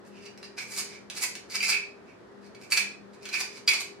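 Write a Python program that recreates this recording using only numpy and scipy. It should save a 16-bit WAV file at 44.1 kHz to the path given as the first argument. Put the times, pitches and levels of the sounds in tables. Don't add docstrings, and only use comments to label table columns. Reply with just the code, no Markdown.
import sys
import numpy as np
from scipy import signal
from scipy.fft import rfft, irfft
from scipy.io import wavfile

SR = 44100
rng = np.random.default_rng(int(sys.argv[2]) if len(sys.argv) > 2 else 0)


def store_pcm(level_fs):
    pcm = np.round(np.clip(level_fs, -1, 1) * 32767).astype(np.int16)
    wavfile.write(sys.argv[1], SR, np.atleast_2d(pcm).T)


N = 176400

# freq_hz, gain_db
RUSH_EQ = [(25, -33), (50, -20), (90, -14.5), (160, -7), (430, -1.5), (700, -9.5), (1900, -15),
           (2250, -24.5), (4900, -29), (10500, -43), (16000, -58)]
# freq_hz, left_right_likeness
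RUSH_LIKENESS = [(40, 1), (150, 0.82), (400, 0.052), (1000, 0.16), (3000, 0)]
# freq_hz, left_minus_right_db
RUSH_PAN = [(60, -7), (180, -0.5), (550, 0)]
# pitch_hz, left_db, right_db, right_lag_rad
HUM_PARTIALS = [(80.7, -86, -77, 1), (120.2, -70, -78, 0), (201.3, -55.5, -69, 1), (240, -68, -72, 0),
                (360.3, -67, -65.5, .2), (402.8, -56, -62, .6)]
# peak_s, swell_s, level_db, stick_ring_db, air_ring_db, fizz_db
STICK_SLIDES = [(.077, 0.023, -60.5, -16, -15, 2), (.19, 0.06, -58, 4, -23, -21),
                (0.263, 0.04, -48.5, -0.5, -3, -12), (0.453, 0.024, -49, -8, 0.5, -16),
                (.587, 0.0094, -31.5, -2, -31, -16), (0.626, .038, -46, 6, -27, 1),
                (0.738, 0.051, -44.5, -1, -6, 4.5), (0.799, .035, -31.5, -12.5, -6, 4),
                (0.962, 0.15, -49, -1.5, -19, -18), (1.182, 0.032, -35, -11.5, -8, -1.5),
                (1.238, 0.023, -27.5, -2.5, -6.5, 5), (1.518, 0.018, -41.5, -3.5, 1, -1.5),
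                (1.558, 0.022, -29.5, -0.5, -3.5, -2), (1.648, 0.032, -34.5, 3.5, 1, 3.5),
                (1.701, 0.032, -28, 1.5, 1.5, 2), (1.746, 0.014, -44.5, 11.5, -11, -13),
                (2.109, 0.051, -67, 11.5, -6, -18), (2.47, 0.042, -60, -2, -1.5, -5),
                (2.646, 0.038, -55.5, 3.5, -10, 0.5), (2.729, 0.016, -27.5, -1, 0.5, 5.5),
                (2.779, 0.011, -22.5, 0.5, -12, -1.5), (2.801, 0.0057, -38.5, -4, -15, 5),
                (3.14, 0.012, -54, -3, -11, -9), (3.271, 0.048, -49.5, 3.5, -19, -18),
                (3.355, 0.026, -34, 9.5, -6, -4.5), (3.409, 0.027, -31, -5, -3, -1),
                (3.584, 0.089, -47, -12, -25, -10), (3.692, .013, -32.5, 2.5, 1, 6.5),
                (3.717, 0.0066, -38, 15.5, -4, 7), (3.745, 0.011, -30, -3.5, 3, -9),
                (3.808, 0.012, -36, -28, -3, 4.5)]
# start_s, level_db
DRY_TICKS = [(0.05, -58), (.376, -44.5), (.720, -36), (0.783, -34), (1.0999, -29), (1.353, -31),
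             (2.614, -46), (2.7027, -39.5), (3.2243, -47), (3.230, -44.5), (3.41, -26), (3.572, -42.5),
             (3.736, -22.5), (3.807, -29.5)]
# contact_db, fizz_db, stick_ring_db, air_ring_db, wall_db
TICK_SENDS = [1, -5, -7.5, -16, -59]
# start_s, level_db, stick_ring_db, air_ping_db, wall_db
END_KNOCKS = [(0.429, -40, 0, -12, -3), (1.538, -37, 6, 2, -10), (1.6042, -37.5, 18.5, 13.5, -20),
              (1.63, -32.5, 15.5, 6, -17), (1.687, -41, -2, -8, -26), (1.721, -28.5, 12.5, 7, -23),
              (1.732, -29, 13, 1, -19), (1.744, -37.5, 19, -8, -18), (2.5483, -45.5, 0, -4, -7),
              (2.7203, -26.5, 15, 10, -17), (2.767, -35, -2, 2, -10), (2.7728, -26, 11.5, 5.5, -5),
              (3.2548, -36.5, -4, -12, 6), (3.2888, -35, -1, -2, 2), (3.330, -35, -10, -10, 2),
              (3.3387, -37.5, 10, 13.5, 0), (3.6761, -26.5, 3, 15, 3), (3.6804, -24.5, 9.5, 16.5, 9.5),
              (3.6883, -30.5, 18, 17, -6)]
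# freq_hz, gain_db
CONTACT_EQ = [(150, -61), (500, -5.5), (1080, -4.5), (1450, -4.5), (2100, -0.5), (3300, -5), (4300, 1.5),
              (5400, 3), (7500, -6.5), (10000, -9.5), (13000, -32), (16000, -25)]
# freq_hz, gain_db
FIZZ_EQ = [(500, -43), (3500, -19.5), (6500, 6), (10000, 3), (13000, -4), (16000, -11.5)]
# time_s, stick_pitch_hz, spread_ratio, air_pitch_hz
RING_TUNING = [(.45, 2706, 0.23, 4780), (.56, 2386, 0.088, 4810), (1.25, 2393, .14, 4640),
               (1.702, 2459, 0.15, 4720), (2.747, 2450, .115, 4580), (3.35, 2451, 0.097, 4710),
               (3.691, 2467, .145, 4754)]
# pitch_hz, level_db, t60_s
WALL_MODES = [(1143, -16, .025), (1504, 6, 0.016), (1880, 12.5, 0.023), (2920, 8, 0.02), (3370, 7, 0.013),
              (4113, 16, 0.0057)]
# freq_hz, t60_s
REVERB_DECAY = [(200, 0.31), (1000, 0.41), (2400, 0.36), (5000, 0.36), (9000, 0.3), (15000, .16)]
# freq_hz, gain_db
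REVERB_EQ = [(200, -9), (2400, 0.5), (6000, -3), (15000, -6)]
# freq_hz, left_right_likeness
REVERB_LIKENESS = [(200, 0.86), (1000, 0.53), (2400, -0.0043), (5000, -0.2), (12000, -0.24)]


def amp(db):
    return 10 ** (np.asarray(db) / 20)


def unit(x):
    return x / np.sqrt(np.sum(x ** 2) + 1e-20)


def curve(points, hz):
    freq_hz, value = np.transpose(points)
    return np.interp(np.log(hz + 1), np.log(freq_hz + 1), value)


def add(mix, start_s, sound):
    part = mix[..., round(start_s * SR):][..., :sound.shape[-1]]
    part += sound[..., :part.shape[-1]]


def low_cut(x, hz):
    return signal.sosfilt(signal.butter(2, hz, "high", fs=SR, output="sos"), x)


def colour(x, eq, size=2048):
    log_gain = np.log(amp(curve(eq, abs(np.fft.fftfreq(size, 1 / SR)))))
    click = np.fft.ifft(np.exp(np.conj(signal.hilbert(log_gain)))).real
    return signal.oaconvolve(x, unit(click[:size // 2]))[:N]


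def ring(x, modes, size=4096):
    t = np.arange(size) / SR
    tone = sum(amp(db) * unit(np.cos(2 * np.pi * hz * t) / 1000 ** (t / t60)) for hz, db, t60 in modes)
    return signal.oaconvolve(x, unit(tone))[:N]


def stereo_pair(spectra, likeness):
    left, other = spectra
    likeness = np.clip(likeness, -.99, .99)
    return np.array([left, likeness * left + np.sqrt(1 - likeness ** 2) * other])


def burst(decay_s, size=1024):
    return unit(rng.standard_normal(size) * np.exp(-np.arange(size) / SR / decay_s))


def room_rush(level_db=-52):
    hz = np.fft.rfftfreq(N, 1 / SR)
    noise = stereo_pair(rfft(rng.standard_normal((2, N))), curve(RUSH_LIKENESS, hz))
    pan_db = np.outer([.5, -.5], curve(RUSH_PAN, hz))
    rush = irfft(noise * amp(curve(RUSH_EQ, hz) + pan_db), N)
    return amp(level_db) * unit(rush) * np.sqrt(2 * N)


def appliance_hum(waver_depth=.73, waver_hz=8.3):
    t, hz, hum = np.arange(N) / SR, np.fft.fftfreq(N, 1 / SR), np.zeros((2, N))
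    for pitch_hz, left_db, right_db, lag in HUM_PARTIALS:
        noise = rng.standard_normal(N) + 1j * rng.standard_normal(N)
        waver = np.fft.ifft(np.fft.fft(noise) * np.exp(-(hz / waver_hz) ** 2))
        tone = np.sqrt(2) * (1 + waver_depth * waver / waver.std()) * np.exp(2j * np.pi * pitch_hz * t)
        hum += [amp(left_db) * tone.real, amp(right_db) * (tone * np.exp(-1j * lag)).real]
    return hum


def slides(hits_per_s=1700, spread_db=5, settle_s=.0058):
    strength = amp(spread_db * np.minimum(rng.exponential(1, N), 3)) * rng.choice([-1, 1], N)
    hits = unit(strength * (rng.random(N) < hits_per_s / SR))
    sends = np.zeros((5, N))
    t = np.arange(N) / SR
    for peak_s, swell_s, db, stick_db, air_db, fizz_db in STICK_SLIDES:
        span = slice(max(int((peak_s - 3 * swell_s) * SR), 0), int((peak_s + 6 * settle_s) * SR))
        from_peak = t[span] - peak_s
        envelope = np.exp(np.where(from_peak < 0, -(from_peak / swell_s) ** 2, -from_peak / settle_s))
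        swarm = amp(db) * np.linalg.norm(envelope) * unit(envelope * hits[span])
        sends[:4, span] += np.outer(amp([0, fizz_db, stick_db, air_db]), swarm)
    return sends


def scattered_ring(hits, hz, spread, t60_s, reach_above=.6, count=28):
    pitch = hz * (1 + spread * rng.triangular(-1, 0, reach_above, N))
    bank_hz = np.linspace(pitch.min(), pitch.max(), count)
    struck = np.rint(np.interp(pitch, bank_hz, np.arange(count)))
    return sum(ring(hits * (struck == k), [(mode_hz, 0, t60_s)]) for k, mode_hz in enumerate(bank_hz))


def ticks(gain):
    sends = np.zeros((5, N))
    for start_s, db in DRY_TICKS:
        add(sends, start_s, np.outer(amp(TICK_SENDS), gain * amp(db) * burst(decay_s=.0016)))
    return sends


def knocks(gain, landing_s=.0018, ping_t60_s=.04):
    sends, pings, t = np.zeros((5, N)), np.zeros(N), np.arange(2048) / SR
    time_s, _, _, air_hz = np.transpose(RING_TUNING)
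    for start_s, db, stick_db, ping_db, wall_db in END_KNOCKS:
        blow = gain * amp(db)
        landing = unit(low_cut(burst(landing_s), hz=1130))
        add(sends, start_s, np.outer([1, 0, amp(stick_db), 0, amp(wall_db)], blow * landing))
        tone = np.sin(2 * np.pi * (np.interp(start_s, time_s, air_hz) * t + rng.random()))
        envelope = (1 - np.exp(-t / landing_s)) / 1000 ** (t / ping_t60_s)
        add(pings, start_s, blow * amp(ping_db) * unit(tone * envelope))
    return sends, pings


def container(blow_s=.0023):
    hit_gain = np.sqrt(blow_s * SR)
    slide_sends = slides()
    knock_sends, pings = knocks(hit_gain)
    contact, fizz, sticks, air, wall = slide_sends + ticks(hit_gain) + knock_sends
    time_s, *tuning = np.transpose(RING_TUNING)
    stick_hz, stick_spread, air_hz = (np.interp(np.arange(N) / SR, time_s, track) for track in tuning)
    rattle = colour(contact, CONTACT_EQ) + colour(fizz * rng.choice([-1, 1], N), FIZZ_EQ)
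    rattle += ring(wall, WALL_MODES)
    rattle += scattered_ring(sticks, stick_hz, stick_spread, t60_s=.038)
    rattle += scattered_ring(air, air_hz, spread=.13, t60_s=.021)
    return low_cut([rattle, pings], hz=550)


def kitchen(direct, send, direct_db=-6.5, left_db=-1.5, left_lag_s=.000026, early_db=3.5, early_s=.0058):
    t = np.arange(32768) / SR
    hz, frame_s, noise = signal.stft(rng.standard_normal((2, t.size)), SR, nperseg=256)
    hz = hz[:, None]
    t60 = curve(REVERB_DECAY, hz)
    wash = stereo_pair(noise, curve(REVERB_LIKENESS, hz)) * amp(curve(REVERB_EQ, hz))
    decay = np.sqrt(2 * np.log(1000) / (t60 * SR)) / 1000 ** (frame_s / t60)
    tail = signal.istft(wash * decay, SR, nperseg=256)[1][:, :t.size]
    tail *= np.minimum(t / .0025, 1)
    tail *= np.sqrt(1 + amp(early_db) * np.exp(-t / early_s))
    reverb = signal.fftconvolve(send[None], tail, axes=1)[:, :N]
    left = irfft(rfft(direct) * np.exp(-2j * np.pi * np.fft.rfftfreq(N, 1 / SR) * left_lag_s), N)
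    return (amp(direct_db) * np.array([left, direct]) + reverb) * amp([[left_db], [0]])


def scene(ping_direct_db=5.5, ping_send_db=-8.5):
    rattle, pings = container()
    direct = rattle + amp(ping_direct_db) * pings
    send = rattle + amp(ping_send_db) * pings
    return room_rush() + appliance_hum() + kitchen(direct, send)


def record(dry, cutoff_hz=15900):
    high_cut = signal.firwin(511, cutoff_hz, window=("kaiser", 9), fs=SR)
    return signal.oaconvolve(dry, high_cut[None], "same")


dry = scene()
out = record(dry)
store_pcm(out)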